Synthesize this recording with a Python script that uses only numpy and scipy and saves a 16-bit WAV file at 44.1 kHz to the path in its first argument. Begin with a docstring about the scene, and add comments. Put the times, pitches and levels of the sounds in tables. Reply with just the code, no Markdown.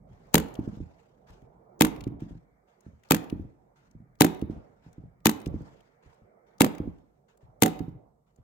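"""Outdoors, on a folding table, an electric stapler fires seven times into a wooden frame.
Each time its plunger (the rod that pushes the staple) speeds up, drives the staple, slams back and
bounces twice, and its spring hisses on. The frame booms, jumps and thuds back down; house walls echo.
Trigger ticks, the tool rubbing on wire mesh and a low outdoor drone fill the gaps."""
import sys
import numpy as np
from scipy import signal
from scipy.fft import rfft, irfft, next_fast_len
from scipy.io import wavfile
from scipy.ndimage import uniform_filter1d, map_coordinates

SR = 44100
rng = np.random.default_rng(int(sys.argv[2]) if len(sys.argv) > 2 else 0)


def master_out(mix):
    """Clip the mix to full scale and print it as 16-bit PCM to the path in sys.argv[1]."""
    frames = np.transpose(np.atleast_2d(mix))
    ceiling = np.clip(frames, -1, 1)
    pcm = np.round(ceiling * 32767).astype(np.int16)
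    wavfile.write(sys.argv[1], SR, pcm)


N = 371763

# each staple driven in: t/s, steel level/dB, boom level/dB, wait until the second rebound/ms
SHOTS = [(0.3425, -1.5, -4, 37.2), (1.8081, -1.5, -3.5, 40.3), (3.1076, -1.95, -5, 38),
         (4.2072, -0.63, -1.5, 38.3), (5.2563, -1.5, -5, 37.4), (6.6063, -3, -3, 38.6),
         (7.6217, -2.5, -5, 37.9)]
FIRST_REBOUND_S = 0.0113  # after the staple is driven


def amp(db):
    """Turns decibels into a factor to multiply by."""
    return 10 ** (np.asarray(db) / 20)


def unit(x):
    """Scales a signal to an average power of 1."""
    return x / np.sqrt(np.mean(x ** 2) + 1e-20)


def along(points, hz):
    """Reads a curve through (frequency, value) points, with octaves evenly spaced."""
    f, v = np.transpose(points)
    return np.interp(np.log(hz + 1), np.log(f + 1), v)


def curve(points):
    """Turns (frequency, decibels) points into a function that gives the gain at any frequency."""
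    return lambda hz: amp(along(points, hz))


def filtered(x, response):
    """Multiplies each frequency in x by response(frequency)."""
    size = next_fast_len(x.shape[-1] + 8192)
    hz = np.fft.rfftfreq(size, 1 / SR)
    return irfft(rfft(x, size) * response(hz), size)[..., :x.shape[-1]]


def add(track, s, sound):
    """Mixes a sound into a track, starting at s seconds."""
    part = track[..., max(round(s * SR), 0):][..., :sound.shape[-1]]
    part += sound[..., :part.shape[-1]]


def wobble(rate):
    """A smooth curve through `rate` random values a second."""
    return map_coordinates(rng.standard_normal(int(N * rate / SR) + 4), [np.arange(N) * rate / SR])


def rush(gain, patchy_db):
    """Stereo noise shaped by gain(frequency), with random louder and softer patches."""
    # how alike left and right are: f/Hz, likeness (1 = the same)
    likeness = [(60, 0.82), (180, 1), (550, -0.063), (1650, -0.33), (4970, -0.39), (15000, 0.99)]
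    spectrum = signal.stft(rng.standard_normal((2, N)), nperseg=512)[2]
    patches = uniform_filter1d(rng.standard_normal(spectrum.shape[1:]), 4, axis=0)
    patches = uniform_filter1d(patches, 8, axis=1)
    pair = signal.istft(spectrum * amp(patchy_db * unit(patches)), nperseg=512)[1][:, :N]
    turn = lambda hz: np.arccos(np.clip(along(likeness, hz), -1, 1)) / 2
    mid, side = filtered(pair, lambda hz: gain(hz) * [np.cos(turn(hz)), np.sin(turn(hz))])
    return unit(np.array([mid + side, mid - side]))


def shot_swell(peak_db, rise_s, fade_db_per_s):
    """A gain that swells after every shot and fades."""
    after = np.arange(N) / SR - np.array(SHOTS)[:, :1]
    rising = np.clip(after / rise_s, 0, 1) ** 2
    fading = amp(peak_db - fade_db_per_s * np.clip(after - rise_s, 0, None))
    return (rising * fading).sum(axis=0)


def background():
    """A rumble, a drone with a brighter upper edge, and fuzzy tones that swell with the drone."""
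    # loudness between shots: t/s, rumble level/dB, drone level/dB, edge level/dB
    band_levels = [(0.0, -50, -68.5, -83), (0.3, -61, -60, -82.5), (1.1, -64.5, -67.5, -90.5),
                   (1.31, -60, -63, -83.5), (1.8, -59.5, -61.5, -82), (2.44, -65, -69, -80.5),
                   (2.77, -71.5, -68, -79), (3.54, -75, -73, -89), (4.0, -61, -71, -79.5),
                   (4.67, -63, -67.5, -78), (5.261, -57.5, -69.5, -80.5), (5.84, -72, -68, -77),
                   (6.57, -65, -63, -76.5), (7.068, -69, -75.5, -95.5), (7.39, -69, -71.5, -91.5),
                   (7.63, -60, -67, -80.5), (8.05, -68.5, -83, -100.5), (8.43, -67, -73, -93.5)]
    # swell of these three bands after a shot: peak level/dB, rise/s, fade/(dB per s)
    swells = [(-47, .2, 90), (-53.5, 0.12, 58), (-69, 0.095, 69.5)]
    # tone colour of each band: f/Hz, level/dB
    rumble_colour = [(12, -48.5), (20, -29), (43, 4.5), (86, -16), (134, -4.5), (226, -16.5), (300, -21),
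                     (390, -51.5), (660, -120)]
    drone_colour = [(120, -27), (200, -1), (300, -14.5), (345, -3.5), (416, -3), (437, -5.5), (695, -3),
                    (1400, -18.5), (1820, -53), (3080, -120)]
    edge_colour = [(900, -39), (1200, -1), (1700, -4.5), (2300, -6), (2600, -30.5), (4000, -59.5)]
    # wavering tones in the drone: f/Hz, half-width/Hz, level/dB
    hum_tones = [(462, 20, -2.5), (738, 2, -1), (1500, 1, -16)]
    t = np.arange(N) / SR
    times, *levels = np.transpose(band_levels)
    low, mid, high = (amp(np.interp(t, times, db)) + shot_swell(*row) for db, row in zip(levels, swells))
    rumble = low * amp(2.4 * wobble(5.8)) * rush(curve(rumble_colour), patchy_db=0)
    drone = mid * amp(2.4 * wobble(6.7)) * rush(curve(drone_colour), patchy_db=2.5)
    edge = high * rush(curve(edge_colour), patchy_db=1.9)
    tones = lambda hz: sum(amp(db) / (1 + ((hz - pitch) / width) ** 2) for pitch, width, db in hum_tones)
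    hum = mid ** 0.86 * amp(-19 + 2 * wobble(1.5)) * rush(tones, patchy_db=0)
    return rumble + drone + edge + hum


def microphone_hiss():
    """The microphone's own faint noise."""
    # tone colour of the hiss: f/Hz, level/dB
    hiss_colour = [(1500, -30), (2500, -2.5), (5000, -1.5), (8000, 1.5), (10500, -6), (13000, 0),
                   (16500, -8.5)]
    return amp(-93.5) * rush(curve(hiss_colour), patchy_db=2)


def frame_boom(contact_ms, deep_db, damping, chatter_db):
    """A push makes the frame ring at its own pitches and chatter unevenly on the table."""
    # the frame's pitches: f/Hz, level/dB, time to fade by 60 dB when damping is 1/s
    frame_modes = [(57.7, -13, 0.16), (79, -14.5, 0.24), (120.9, -11.5, 0.16), (143.1, -12, 0.15),
                   (170, -7.5, .16), (217.9, 0, 0.079), (272.2, 3, 0.062), (305, -1.5, 0.075),
                   (358.8, -4, .06), (419.6, -6.5, 0.068), (477, -9, 0.044), (564, -17, 0.033),
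                   (750, -15.5, 0.1)]
    t = np.arange(SR // 2) / SR
    hz, db, t60 = np.transpose(frame_modes)[:, :, None]
    db = db + deep_db * (hz < 155) + 1.5 * rng.standard_normal(hz.shape)
    stereo_blend = amp((2 + 2.7 * (hz.T < 100)) * rng.standard_normal((2, len(hz))))
    ring = stereo_blend @ (amp(db - 60 * damping * t / t60) * np.sin(2 * np.pi * hz * t))
    ring *= 1 - np.exp(-t * 1000 / abs(contact_ms * 1.2))  # the boards take a moment to swing out
    chatter_s = 0.004 + 0.055 * rng.random(9)
    strengths = amp(chatter_db - 60 * chatter_s / 0.59) * rng.standard_normal(9)
    blows = np.bincount((chatter_s * SR).astype(int), strengths)
    blows[0] = 1  # the main blow
    push = np.convolve(blows, np.hanning(max(round(contact_ms * SR / 1000), 3)))
    ring = signal.fftconvolve(ring, push[None], axes=1)[:, :len(t)]
    return ring / np.max(np.abs(ring[:, :SR // 100]))


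def plastic_knock(hz, cycles):
    """Struck hard plastic: a tone that swells within one swing and dies after `cycles` swings."""
    swings = np.arange(SR // 50) / SR * hz
    return np.sin(2 * np.pi * swings) * amp(-60 * swings / cycles) * (1 - np.exp(-swings / 0.45))


def table_thuds():
    """Frame and tool land with a short rap and a low boom that the table damps."""
    # landings on the table: t/s, level/dB
    landings = [(0.042, -48), (0.106, -43), (0.587, -15), (0.673, -18.5), (0.769, -28.5), (0.801, -23),
                (1.296, -39), (1.421, -39.5), (2.014, -31), (2.065, -15), (2.143, -28.5), (2.218, -21),
                (2.306, -28.5), (2.349, -33), (2.862, -30.5), (2.93, -42.5), (3.323, -15.5), (3.393, -23),
                (3.439, -31), (3.948, -34), (3.999, -38.5), (4.421, -14.5), (4.495, -18.5), (4.559, -30),
                (4.861, -36), (4.978, -29.5), (5.035, -33), (5.465, -15.5), (5.539, -17.5), (5.605, -25.5),
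                (6.057, -43.5), (6.216, -43.5), (6.799, -14.5), (6.872, -19), (6.94, -48), (7.427, -42.5),
                (7.48, -46.5), (7.802, -17.5), (7.878, -23), (7.949, -35), (8.384, -41)]
    out = np.zeros((2, N))
    for s, db in landings:
        contact_ms, deep_db = 2.2 - 0.0868 * db, -3.5 - 0.18 * db  # weak landings are softer and deeper
        add(out, s + 0.0015, -amp(db) * frame_boom(contact_ms, deep_db, damping=2.1, chatter_db=-14.5))
        rap_hz = 370 * amp(rng.standard_normal())
        add(out, s + 0.0012, -amp(db - 8) * plastic_knock(rap_hz, cycles=6))
    return out


def mesh_scrapes():
    """Tool and hand rub on wire mesh: gritty noise that starts quickly and trails off."""
    # each rub: t/s, level/dB, length/s
    strokes = [(0.063, -68.5, 0.65), (0.607, -64.5, 0.15), (0.712, -68, 0.057), (0.981, -70, 0.05),
               (1.267, -59.5, 0.066), (2.194, -59.5, 0.055), (2.28, -67, 0.074), (2.672, -70.5, 0.078),
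               (2.811, -72, 0.17), (3.043, -65.5, 0.05), (3.354, -72.5, 0.14), (3.755, -66, 0.095),
               (4.453, -72, 0.27), (4.822, -68.5, 0.082), (5.519, -64.5, 0.22), (5.646, -68.5, 0.087),
               (6.023, -65.5, 0.094), (6.462, -72.5, 0.075), (6.816, -71, 0.17), (7.281, -67, 0.044),
               (7.404, -73, 0.064), (7.83, -73.5, 0.071), (8.262, -79.5, .06), (8.374, -79.5, 0.046)]
    # tone colour of the rubbing: f/Hz, level/dB
    rub_colour = [(530, -31.5), (900, 3), (1130, -7.5), (1410, -3), (4710, -20.5), (6700, -19.5),
                  (10600, -36), (14800, -34), (16500, -46.5)]
    t, level = np.arange(N) / SR, np.zeros(N)
    for s, db, length in strokes:
        age = np.clip((t - s) / length, 0, 4)
        level += amp(db - 6.9 * age ** 1.3) * (1 - np.exp(-age / 0.1)) * (age < 4)
    grit = amp(2 * wobble(90))
    return level * grit * rush(curve(rub_colour), patchy_db=2.5)


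def steel_clash(rise_s, t60, rattle_db, rattle_t60, alike):
    """Steel hits steel and loose parts rattle; each t60 is the seconds taken to fade by 60 dB."""
    t = np.arange(SR // 4) / SR
    rising = (1 - np.exp(-t / rise_s)) ** 2
    fading = amp(-60 * t / t60) + amp(rattle_db - 60 * t / rattle_t60)
    both_sides, each_side = rng.standard_normal(len(t)), rng.standard_normal((2, len(t)))
    return rising * fading * (np.sqrt(alike) * both_sides + np.sqrt(1 - alike) * each_side)


def trigger_ticks():
    """Trigger, switch and spring tick: tiny clashes that each make contact twice."""
    # each tick: t/s, level/dB, ringing f/Hz
    tick_list = [(0.2694, -61.5, 2150), (.33, -50, 5880), (0.4838, -43, 2410), (0.5402, -46.5, 6600),
                 (0.5531, -39, 2690), (0.5964, -50.5, 2095), (0.7644, -56, 2185), (1.3044, -50.5, 2040),
                 (1.4194, -59.5, 2200), (1.793, -51, 6500), (1.9619, -41.5, 2540), (2.0073, -35, 2880),
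                 (2.0388, -38, 2970), (2.0747, -44.5, 2040), (2.2044, -49, 2840), (2.8065, -55, 6570),
                 (3.035, -48.5, 2080), (3.087, -53, 4960), (3.241, -40, 2015), (3.2989, -35, 3000),
                 (3.3244, -54.5, 1996), (3.911, -58, 6500), (4.1537, -57.5, 2000), (4.188, -62, 5020),
                 (4.3465, -40, 2260), (4.3929, -47, 2074), (4.4144, -40.5, 2670), (4.9292, -55.5, 7500),
                 (5.2034, -62, 2100), (5.247, -51.5, 5000), (5.401, -48, 9000), (5.4151, -40.5, 2323),
                 (5.4595, -32.5, 2720), (5.474, -48, 6500), (5.5404, -56.5, 2050), (5.618, -58, 6500),
                 (5.8057, -53.5, 2720), (6.1436, -64.5, 6750), (6.582, -51.5, 6000), (6.7496, -38.5, 2570),
                 (6.7815, -37.5, 2128), (6.9844, -64, 3250), (7.3731, -58.5, 7530), (7.603, -58.5, 9200),
                 (7.7912, -35.5, 2130), (7.8889, -56, 2110), (8.3603, -62, 6700)]
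    out = np.zeros((2, N))
    for s, db, hz in tick_list:
        click = steel_clash(rise_s=0.0004, t60=0.009, rattle_db=-41.5, rattle_t60=0.03, alike=0.13)
        second_contact = amp(-3) * np.roll(click, round(0.003 * SR), axis=1)[::-1]
        ring = lambda f: 0.7j * f / hz / (1 + 1j * f / hz / 2.8 - (f / hz) ** 2)
        treble = lambda f: 0.73 * (f > 900) / (1 + f / 16000)
        add(out, s, amp(db) * filtered(click + second_contact, lambda f: ring(f) + treble(f)))
    return out


def plunger_slide(track, hit_s, db, rise_db_per_s):
    """Adds the sliding noise before a hit, louder as the plunger gains speed."""
    time_left = np.arange(round(0.008 * SR))[::-1] / SR
    noise = rng.standard_normal((2, len(time_left)))
    add(track, hit_s - time_left[0], amp(db - rise_db_per_s * time_left) * noise)


def stapler_shots():
    """The plunger drives the staple and rebounds three times; steel, plastic and frame sound each time."""
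    # rebounds, compared with the drive: steel level/dB, knock level/dB, boom level/dB, knock f/Hz
    rebounds = [(-2, 7, -26, 2160), (-8, 1, -27, 1150), (-24, -12, -23, 1400)]
    # tone colour of the steel: f/Hz, level/dB
    steel_colour = [(710, -35), (1200, -1.5), (2490, -6.5), (3660, -5.5), (5890, -14.5), (6720, -7.5),
                    (9260, -11), (13300, -5.5), (15700, -12), (16800, -36)]
    steel, body = np.zeros((2, N)), np.zeros((2, N))
    for s, db, boom_db, second_ms in SHOTS:
        plunger_slide(steel, s, db - 24.5, rise_db_per_s=4800)
        clash = steel_clash(rise_s=0.00057, t60=0.011, rattle_db=-32, rattle_t60=0.04, alike=0.16)
        add(steel, s, amp(db) * clash)
        add(body, s + 0.0018, amp(boom_db - 0.3) * plastic_knock(hz=880, cycles=11))
        boom = frame_boom(contact_ms=0.99, deep_db=-9, damping=0.93, chatter_db=-10.5)
        add(body, s + 0.0024, amp(boom_db) * boom)
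        second_s = s + second_ms / 1000
        rebound_times = [s + FIRST_REBOUND_S, second_s, second_s + 0.0196]
        for at, (steel_db, knock_db, low_db, hz) in zip(rebound_times, rebounds):
            # the plunger's end stop is struck first
            add(body, at - 0.0004, amp(boom_db + knock_db) * plastic_knock(hz, cycles=3.4))
            plunger_slide(steel, at, db + steel_db - 27, rise_db_per_s=3400)
            rise_s = 1.5 / hz  # the duller the knock, the later the staple holder shakes
            clash = steel_clash(rise_s, t60=0.013, rattle_db=-34, rattle_t60=0.15, alike=0.21)
            add(steel, at - rise_s / 4, amp(db + steel_db) * clash)
            boom = frame_boom(contact_ms=1.9, deep_db=-4, damping=1.2, chatter_db=-6)
            add(body, at, amp(boom_db + low_db) * boom)
    colour = curve(steel_colour)
    treble_gain = np.sqrt(np.mean(colour(np.linspace(3000, 16000, num=200)) ** 2))
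    return filtered(steel, colour) / treble_gain + body


def spring_hiss():
    """The return spring gives a bright, grainy hiss that outlasts the rattle of each shot."""
    centre_hz, width_hz, t60 = 13000, 2400, 0.6
    out, t = np.zeros((2, N)), np.arange(SR // 3) / SR
    for s, db, *_ in SHOTS:
        add(out, s + FIRST_REBOUND_S, amp(db - 50 - 60 * t / t60) * rng.standard_normal((2, len(t))))
    grainy = out * amp(2.5 * wobble(150))
    return filtered(grainy, lambda hz: np.exp(-((hz - centre_hz) / width_hz) ** 2 / 2))


def wall_echo(x):
    """House walls send back a duller echo; every half second of sound gets its own random tail."""
    # how long the echo lasts: f/Hz, time to fade by 60 dB/s
    fade_times = [(150, 0.49), (500, 0.69), (1500, 0.56), (4000, 0.43), (10000, 0.24), (16000, 0.082)]
    out = np.zeros((2, N))
    for start in range(0, N, SR // 2):
        hz, t, spectrum = signal.stft(rng.standard_normal((2, SR * 3 // 4)), SR, nperseg=256)
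        fading = amp(-60 * t / along(fade_times, hz)[:, None])
        tail = signal.istft(spectrum * fading, SR, nperseg=256)[1]
        part = x[None, start:start + SR // 2]
        add(out, start / SR + 0.006, signal.fftconvolve(part, tail / np.linalg.norm(tail[0]), axes=1))
    return filtered(amp(-17.5) * out, lambda hz: 1 / (1 + hz / 12000))


def microphone_shade(x):
    """The housing shades the two microphone openings unequally; on the right, treble is late and dips."""
    # left-right balance of the tool: f/Hz, left over right/dB
    tool_balance = [(60, -1), (92, -1), (140, 1), (210, -2.5), (330, -3.5), (500, -9.5), (770, -9.5),
                    (1170, -6), (1790, 4), (2740, 8), (4190, 4), (6410, 12.5), (9810, 4.5), (15000, -2.5)]
    half = lambda hz: amp(along(tool_balance, hz) / 2)
    late = lambda hz: np.exp(-2j * np.pi * hz * 0.00045 * np.clip(hz / 1300, 0, 1))
    notch = lambda hz: 1 - 1.1 / (1 + ((hz - 9100) / 700) ** 2)
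    return filtered(x, lambda hz: np.array([half(hz), late(hz) * notch(hz) / half(hz)]))


def scene():
    """The stapling close by and its echo, over quiet scrapes and the background."""
    # left-right balance of the quiet sounds: f/Hz, left over right/dB
    quiet_balance = [(60, 0.0), (180, -1), (550, -11), (1650, 0.5), (4970, 10.5), (15000, 0.5)]
    work = stapler_shots() + trigger_ticks() + spring_hiss() + table_thuds()
    echo = wall_echo(work.mean(axis=0))
    quiet = mesh_scrapes() + background() + microphone_hiss()
    quiet = filtered(quiet, lambda hz: amp(along(quiet_balance, hz) * [[0.5], [-0.5]]))
    return microphone_shade(work + echo) + quiet


def record(dry):
    """The microphone weakens deep bass, rounds off the loudest peaks and cuts the highest treble."""
    bass_hz, top_hz = 60, 16900
    thinned = filtered(dry, lambda hz: (1j * hz / (1j * hz + bass_hz)) ** 2)
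    rounded = thinned / (1 + np.abs(thinned) ** 8) ** (1 / 8)
    return filtered(rounded, lambda hz: hz < top_hz)


dry = scene()
out = record(dry)
master_out(out)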